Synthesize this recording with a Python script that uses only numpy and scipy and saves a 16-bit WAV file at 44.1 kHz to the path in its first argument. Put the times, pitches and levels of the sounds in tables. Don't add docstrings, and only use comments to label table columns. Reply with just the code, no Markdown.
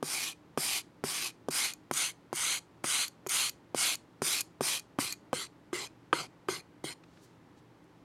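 import sys
import numpy as np
from scipy import signal
from scipy.fft import rfft, irfft, next_fast_len
from scipy.io import wavfile
from scipy.ndimage import uniform_filter1d, map_coordinates

SR = 44100
rng = np.random.default_rng(int(sys.argv[2]) if len(sys.argv) > 2 else 0)


def generate_wav(sig):
    pcm = np.round(np.clip(np.atleast_2d(sig).T, -1, 1) * 32767).astype(np.int16)
    wavfile.write(sys.argv[1], SR, pcm)


N = 354563

# start_s, end_s, level_db, crest_fraction, swell_db, fade_db, dull_db, zing_db, ring_db
STROKES = [(0.033, 0.335, -37, .74, 15.5, 19.5, 0.3, -2.5, 1.5),
           (0.58, 0.819, -35, .78, 8, 21.5, -.5, 2.5, -7),
           (1.042, 1.313, -37.5, .8, 9.5, 23.5, 0.8, -1.5, -6),
           (1.507, 1.728, -33.5, .63, 12, 20.5, 0.44, 3.5, -2),
           (1.918, 2.123, -33.5, .61, 26, 25, 0, 5.5, -16),
           (2.333, 2.593, -33.3, .74, 18.5, 14, 0.3, 7, -14),
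           (2.841, 3.085, -33, .67, 10.5, 20, 0.1, 9.5, -12),
           (3.288, 3.499, -31.5, .66, 14.5, 11.5, -0.14, 9.5, -12),
           (3.753, 3.952, -31.5, .63, 19.5, 9, 0, 4.5, -3),
           (4.221, 4.417, -33.5, .7, 9.5, 11, -0.55, 5, -2),
           (4.61, 4.803, -34.5, .63, 15.5, 17.5, -0.1, 1.5, -0.5),
           (4.992, 5.141, -38, .23, 11, 9.5, 0.5, 9, 4.5),
           (5.34, 5.471, -40.5, .44, 1.5, 14.5, 2.5, 17, -16.5),
           (5.731, 5.874, -40.5, .55, 4.5, 11.5, 4, 0, 0), (6.134, 6.27, -39.5, .29, 2.5, 20, 6.5, 7, -11),
           (6.486, 6.612, -40, .3, 8.5, 19, 5, 3, -7), (6.842, 6.938, -43, .46, 3, 11.5, 3, 0, -16)]
# freq_hz, gain_db
WIRE_SPECTRUM = [(40, -31.5), (100, -12.5), (300, -9.5), (600, -6.5), (1000, -3), (1800, -2), (3000, -5.5),
                 (5500, 0.5), (10000, -0.5), (12500, -7), (14000, -13.5), (16000, -21.5)]
# centre_hz, width_hz, lift_db
MIDDLE_RESONANCES = [(332, 110, 6.2), (785, 200, 4.2), (1147, 170, 5.3), (2390, 600, 7.2), (3157, 720, 7.1),
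                     (3960, 300, 2.2), (4870, 1500, 7), (6190, 560, 3.0), (7370, 170, 3.9),
                     (8600, 440, 4.2), (9240, 400, 5.9), (11450, 1700, 6.2), (13260, 1400, 4)]


def amp(db):
    return 10 ** (np.asarray(db) / 20)


def unit(x):
    return x / np.sqrt(np.mean(x ** 2) + 1e-20)


def along(points, hz):
    freq_hz, values = np.transpose(points)
    return np.interp(np.log(hz + 1), np.log(freq_hz + 1), values)


def lifts(resonances, hz):
    return sum(db / (1 + (2 * (hz - centre) / width) ** 2) for centre, width, db in resonances)


def wire_db(resonances, hz):
    return along(WIRE_SPECTRUM, hz) + lifts(resonances, hz)


def coloured(x, gain_db):
    size = 2 * next_fast_len(len(x) // 2 + 4096)
    cepstrum = irfft(np.log(amp(gain_db(np.fft.rfftfreq(size, 1 / SR))) + 1e-6))
    cepstrum[1:size // 2] *= 2
    cepstrum[size // 2 + 1:] = 0
    return irfft(rfft(x, size) * np.exp(rfft(cepstrum)))[:len(x)]


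def band(x, low_hz, high_hz):
    size = next_fast_len(len(x) + 4096, True)
    hz = np.fft.rfftfreq(size, 1 / SR)
    return irfft(rfft(x, size) * ((hz >= low_hz) & (hz < high_hz)), size)[:len(x)]


def add(track, start_s, sound):
    start = round(start_s * SR)
    track[start:start + len(sound)] += sound[:max(N - start, 0)]


def progress():
    spans_s = [row[:2] for row in STROKES]
    return np.interp(np.arange(N) / SR, np.ravel(spans_s), np.tile([0, 1], len(spans_s)))


def held(values):
    return np.interp(np.arange(N) / SR, np.ravel([row[:2] for row in STROKES]), np.repeat(values, 2))


def contact_shares():
    # time_s, place (0 heel, 1 middle, 2 tip)
    path = [(0, 0.98), (1.4, 1.05), (1.85, 0.18), (2.3, 0.1), (3.5, 0.16), (3.85, 0.43), (4.3, 0.75),
            (4.7, 1), (5.1, 1.22), (5.35, 1.78), (5.7, 1.785)]
    place = np.interp(np.arange(N) / SR, *np.transpose(path))
    return np.clip(1 - abs(place - np.arange(3)[:, None]), 0, 1)


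def bending(fold_fraction=0.38, steepness=4.5, tip_ease=0.69):
    fold = .5 * np.tanh(steepness * (progress() - fold_fraction))
    return fold * (1 - tip_ease * contact_shares()[-1])


def room_tone(air_rms_db=-59.5):
    # freq_hz, gain_db
    air_spectrum = [(15, -71), (25, -22), (108, -7), (141, -7.5), (161, -7), (249, -6.5), (293, -1),
                    (384, -8.5), (754, -16.5), (818, -13), (1700, -22.5), (1890, -22), (2410, -26.5),
                    (3250, -29), (16000, -48.5)]
    # pitch_hz, rms_db
    hum_tones = [(118.4, -70.5), (166.9, -69.5), (301.5, -75.5)]
    t = np.arange(N) / SR
    hum = sum(amp(db) * np.sqrt(2) * np.sin(2 * np.pi * (hz * t + rng.random())) for hz, db in hum_tones)
    air = coloured(rng.standard_normal(N), lambda hz: along(air_spectrum, hz))
    return hum + amp(air_rms_db) * unit(air)


def struck(modes, t, attack_s=0.001):
    ring = sum(amp(db - 60 * t / t60_s) * np.sin(2 * np.pi * hz * t) for hz, db, t60_s in modes)
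    return ring * (1 - np.exp(-t / attack_s))


def knocks(flex_t60_s=0.049, tick_db=-21, tick_t60_s=0.022, rebound_s=0.00386, low_cut_hz=90):
    # start_s, push_db, push_hz, flex_db, flex_hz, clack_db
    landings = [(0.0272, -18.5, 480, -26.5, 375, -21), (0.5752, -16, 487, -25, 373, -17),
                (1.0391, -18, 1170, -23.5, 386, -25), (1.4856, -17.5, 490, -25, 374, -27.5),
                (1.912, -14, 1080, -30.5, 338, -25), (2.329, -18.5, 880, -29, 339, -33.5),
                (2.8422, -17, 1234, -31, 320, -18), (3.2645, -25, 1158, -28, 380, -26.5),
                (3.7465, -17, 538, -32, 320, -26), (4.2198, -16, 1155, -23, 381, -25),
                (4.6084, -16, 536, -22, 375, -20), (4.987, -17.5, 1030, -23, 280, -13.5),
                (5.33, -16.5, 700, -22, 495, -16.5), (5.7297, -44, 1530, -22, 358, -23),
                (6.1287, -18.5, 420, -18, 323, -4), (6.486, -26.5, 437, -18, 376.3, -14.5),
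                (6.842, -27.5, 696, -27, 318, -40)]
    # pitch_hz, gain_db, t60_s
    wood_modes = [(530, -11.5, 0.021), (953, -19, 0.054), (1196, 0.5, 0.014), (1530, -6, 0.013),
                  (2500, -7, 0.007), (3110, -10, 0.0095)]
    # pitch_hz, gain_db, t60_s
    bounce_modes = [(153.8, -10, 0.14), (241, 8, 0.024)]
    # heel_db, middle_db, tip_db
    bounce_db = [-17.5, -10, -13]
    rebound_db = [-11, -21.5, -5]
    out, t = np.zeros(N), np.arange(SR // 6) / SR
    shares = contact_shares()
    for start_s, push_db, push_hz, flex_db, flex_hz, clack_db in landings:
        share, cycles = shares[:, round(start_s * SR)], t * push_hz
        push = -10 * cycles * np.exp(-4 * cycles) * np.sin(2 * np.pi * cycles)
        burst = rng.standard_normal(len(t)) * amp(tick_db - 60 * t / tick_t60_s)
        tick = amp(push_db) * coloured(burst, lambda hz: wire_db(MIDDLE_RESONANCES, hz))
        blow = amp(push_db) * push + amp(clack_db) * struck(wood_modes, t)
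        bounce = amp(push_db + np.dot(bounce_db, share)) * struck(bounce_modes, t)
        flex = struck([(flex_hz, flex_db, flex_t60_s)], t)
        add(out, start_s, blow + bounce + flex + tick)
        add(out, start_s + rebound_s, amp(np.dot(rebound_db, share)) * blow)
    return signal.lfilter(*signal.butter(2, low_cut_hz, "high", fs=SR), out)


def hand_pressure(touch_s=0.0032, leave_s=0.0015, tremor_db=0.85, tremor_per_s=45):
    t, bend, gains = np.arange(N) / SR, bending(), np.zeros((3, N))
    tremor_knots = rng.standard_normal(N // 100)
    for start_s, end_s, level_db, crest_fraction, swell_db, fade_db, dull_db, *_ in STROKES:
        on = (t > start_s - touch_s) & (t < end_s + leave_s)
        touching = np.interp(t[on], [start_s - touch_s, start_s, end_s, end_s + leave_s], [0, 1, 1, 0])
        crest_s = start_s + crest_fraction * (end_s - start_s)
        before = np.interp(t[on], [start_s, crest_s], [1, 0])
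        after = np.interp(t[on], [crest_s, end_s], [0, 1])
        tremor = map_coordinates(tremor_knots, [t[on] * tremor_per_s])
        scrape_db = level_db - swell_db * before ** 4.66 - fade_db * after ** 2.2 + tremor_db * tremor
        rasp_db = scrape_db - 10 - 4 * bend[on] + 1.28 * dull_db
        hiss_db = scrape_db - 0.93 - 5.5 * bend[on] - dull_db
        gains[:, on] = touching * amp([rasp_db, scrape_db, hiss_db])
    return gains


def catches(resonances, dull_db, rate_per_s, spread_db=3.5, rub_gain=0.39):
    chance = np.clip(rate_per_s / SR, .01, 1)
    slips = (rng.random(N) < chance) / np.sqrt(chance)
    sizes = rng.choice([-1, 1], N) * amp(spread_db * rng.standard_normal(N))
    friction = unit(slips * sizes) + rub_gain * rng.standard_normal(N)
    dulling = [(4000, 0.017), (7500, -dull_db / 2), (12000, -dull_db)]  # freq_hz, gain_db
    return unit(coloured(friction, lambda hz: wire_db(resonances, hz) + along(dulling, hz)))


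def flexing_wires(x, zing_top_hz=4565, zing_rise_hz=1336, waver_db=1.97, tip_waver_db=2.5):
    # centre_hz, width_hz, change_db
    bend_colour = [(1500, 700, -3), (2450, 650, 5.5), (3170, 1400, 8), (4170, 560, 12.5), (4950, 990, -3.5),
                   (6300, 1000, 7), (7500, 520, 4), (8990, 2000, -6.5), (10600, 1500, 6.5)]
    hz, frame_s, spectrum = signal.stft(x, SR, nperseg=512)
    controls = (*contact_shares(), bending(), progress(), held([db for *_, db, _ in STROKES]))
    _, middle, tip, bend, done, zing_db = [np.interp(frame_s * SR, np.arange(N), c) for c in controls]
    zing_hz = zing_top_hz - zing_rise_hz * (1 - done) * (1 - tip)
    resonances = [(centre_hz, width_hz, db * bend) for centre_hz, width_hz, db in bend_colour]
    resonances.append((zing_hz, 630, zing_db * (bend + .5)))
    resonances.append((9190, 800, 3 * middle * (.5 - bend)))
    patches = uniform_filter1d(rng.standard_normal(spectrum.shape), size=4, axis=0)
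    patches = unit(uniform_filter1d(patches, size=9, axis=1))
    tufts_db = (waver_db + tip_waver_db * tip) * patches
    return signal.istft(spectrum * amp(lifts(resonances, hz[:, None]) + tufts_db), nperseg=512)[1][:N]


def scrape(light_per_s=2200, hard_per_s=13000):
    # centre_hz, width_hz, lift_db
    heel_resonances = [(1310.0, 1300, 12), (1750, 99, -4.5), (2167, 220, 11), (3040, 1140.0, 15),
                       (4220, 1400, 4.5), (4980.0, 580.0, 5), (5400, 240, -5.5), (5800, 150.0, 4),
                       (6220, 600, 8.5), (6920, 1300, 8.5), (7600, 400, -4.5), (8040, 260.0, 5),
                       (8720, 1300, 10), (9930, 1000, 9.5), (11400.0, 1100, 4), (13220.0, 1500.0, 6.5)]
    # centre_hz, width_hz, lift_db
    tip_resonances = [(140, 100, 17.5), (372, 140, 17.5), (816, 200, -4), (1200, 1600, 9.5),
                      (1800, 220, -15.5), (2086, 480, 13.5), (3170, 660, 12.5), (4170, 250, 9.5),
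                      (4740, 880, 6.5), (5760, 450, -9), (6380.0, 380.0, 7.5), (7250.0, 590, 6),
                      (8360.0, 1700, 8), (9180, 420.0, 10.5), (10030, 870, 4), (11680.0, 730.0, 0),
                      (13620.0, 2000, 4)]
    gains = hand_pressure()
    rate_per_s = light_per_s + (hard_per_s - light_per_s) * gains[1] / gains[1].max()
    places = [catches(heel_resonances, dull_db=2.5, rate_per_s=rate_per_s),
              catches(MIDDLE_RESONANCES, dull_db=3.0, rate_per_s=rate_per_s),
              catches(tip_resonances, dull_db=8.5, rate_per_s=rate_per_s)]
    steel = flexing_wires(np.sum(np.sqrt(contact_shares()) * places, axis=0))
    out = np.zeros(N)
    for gain, edges_hz in zip(gains, [(0, 1900), (1900, 7000), (7000, SR)]):
        register = band(steel, *edges_hz)
        running_rms = np.sqrt(abs(uniform_filter1d(register ** 2, size=SR // 20)) + 1e-12)
        out += gain * register / running_rms
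    return out


def steel_ring(wires, pitch_hz=2450, width_hz=55, bent_db=7, ping_db=-46, ping_t60_s=0.055, lead_s=.008):
    drive = wires * amp(held([ring_db for *_, ring_db in STROKES]) + bent_db * bending())
    out = signal.lfilter(*signal.iirpeak(pitch_hz, pitch_hz / width_hz, fs=SR), drive)
    t = np.arange(SR // 5) / SR
    for _, end_s, *_, ring_db in STROKES:
        ping = amp(ring_db + ping_db - 60 * t / ping_t60_s) * np.sin(2 * np.pi * pitch_hz * t)
        add(out, end_s - lead_s, ping)
    return out


def snaps():
    # start_s, peak_db, t60_s
    releases = [(1.5095, -33, 0.039), (1.7361, -28, 0.011), (1.9318, -33, 0.024), (1.9372, -21, 0.017),
                (2.352, -29, 0.02), (2.3595, -27.5, 0.016), (3.0806, -31, 0.019), (3.27, -27, 0.021),
                (3.2932, -22.5, 0.025), (3.3001, -27.5, 0.022), (3.4944, -23, 0.022),
                (3.9543, -23.5, 0.011), (4.4071, -18, 0.018), (4.4124, -27, 0.015), (4.796, -31.5, 0.014),
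                (5.1248, -20.5, 0.014)]
    # centre_hz, width_hz, lift_db
    twang = [(600, 2000, -13), (2426, 220, 11), (4480, 430, 13), (6730, 880, 12.5), (10610, 1100, 0),
             (12930, 3100, 12)]
    out, t = np.zeros(N), np.arange(SR // 12) / SR
    for start_s, peak_db, t60_s in releases:
        burst = rng.standard_normal(len(t)) * amp(-60 * t / t60_s)
        snap = coloured(burst, lambda hz: wire_db(twang, hz))
        add(out, start_s, amp(peak_db) * snap / np.max(abs(snap)))
    return out


def rustles(octave_off_db=-7):
    # start_s, level_db, length_s, centre_hz
    movements = [(6.97, -72, 0.47, 4000), (7.033, -57.5, 0.013, 2330), (7.166, -63, 0.018, 2000),
                 (7.2, -66, 0.081, 6000), (7.553, -71, 0.064, 3900), (7.84, -72, 0.0071, 7080)]
    out = np.zeros(N)
    for start_s, level_db, length_s, centre_hz in movements:
        swell = np.hanning(round(length_s * SR))
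        noise = rng.standard_normal(len(swell))
        rub = coloured(noise, lambda hz: octave_off_db * np.log2((hz + 1) / centre_hz) ** 2)
        add(out, start_s, amp(level_db) * swell * unit(rub))
    return out


def reverb(x):
    # freq_hz, t60_s
    decay = [(150, 0.16), (1000, 0.15), (5000, 0.23), (9000, 0.22), (15000, 0.07)]
    hz, t, spectrum = signal.stft(rng.standard_normal(SR // 2), SR, nperseg=256)
    tail = signal.istft(spectrum * amp(-60 * t / along(decay, hz)[:, None]), SR, nperseg=256)[1]
    return signal.fftconvolve(x, tail / np.linalg.norm(tail))[:N]


def scene(reverb_db=-21.5):
    wires = scrape() + snaps()
    tools = wires + steel_ring(wires) + knocks() + rustles()
    return (tools + amp(reverb_db) * reverb(tools) + room_tone())[None]


def record(dry):
    return np.array([band(channel, low_hz=0, high_hz=16200) for channel in dry])


dry = scene()
out = record(dry)
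generate_wav(out)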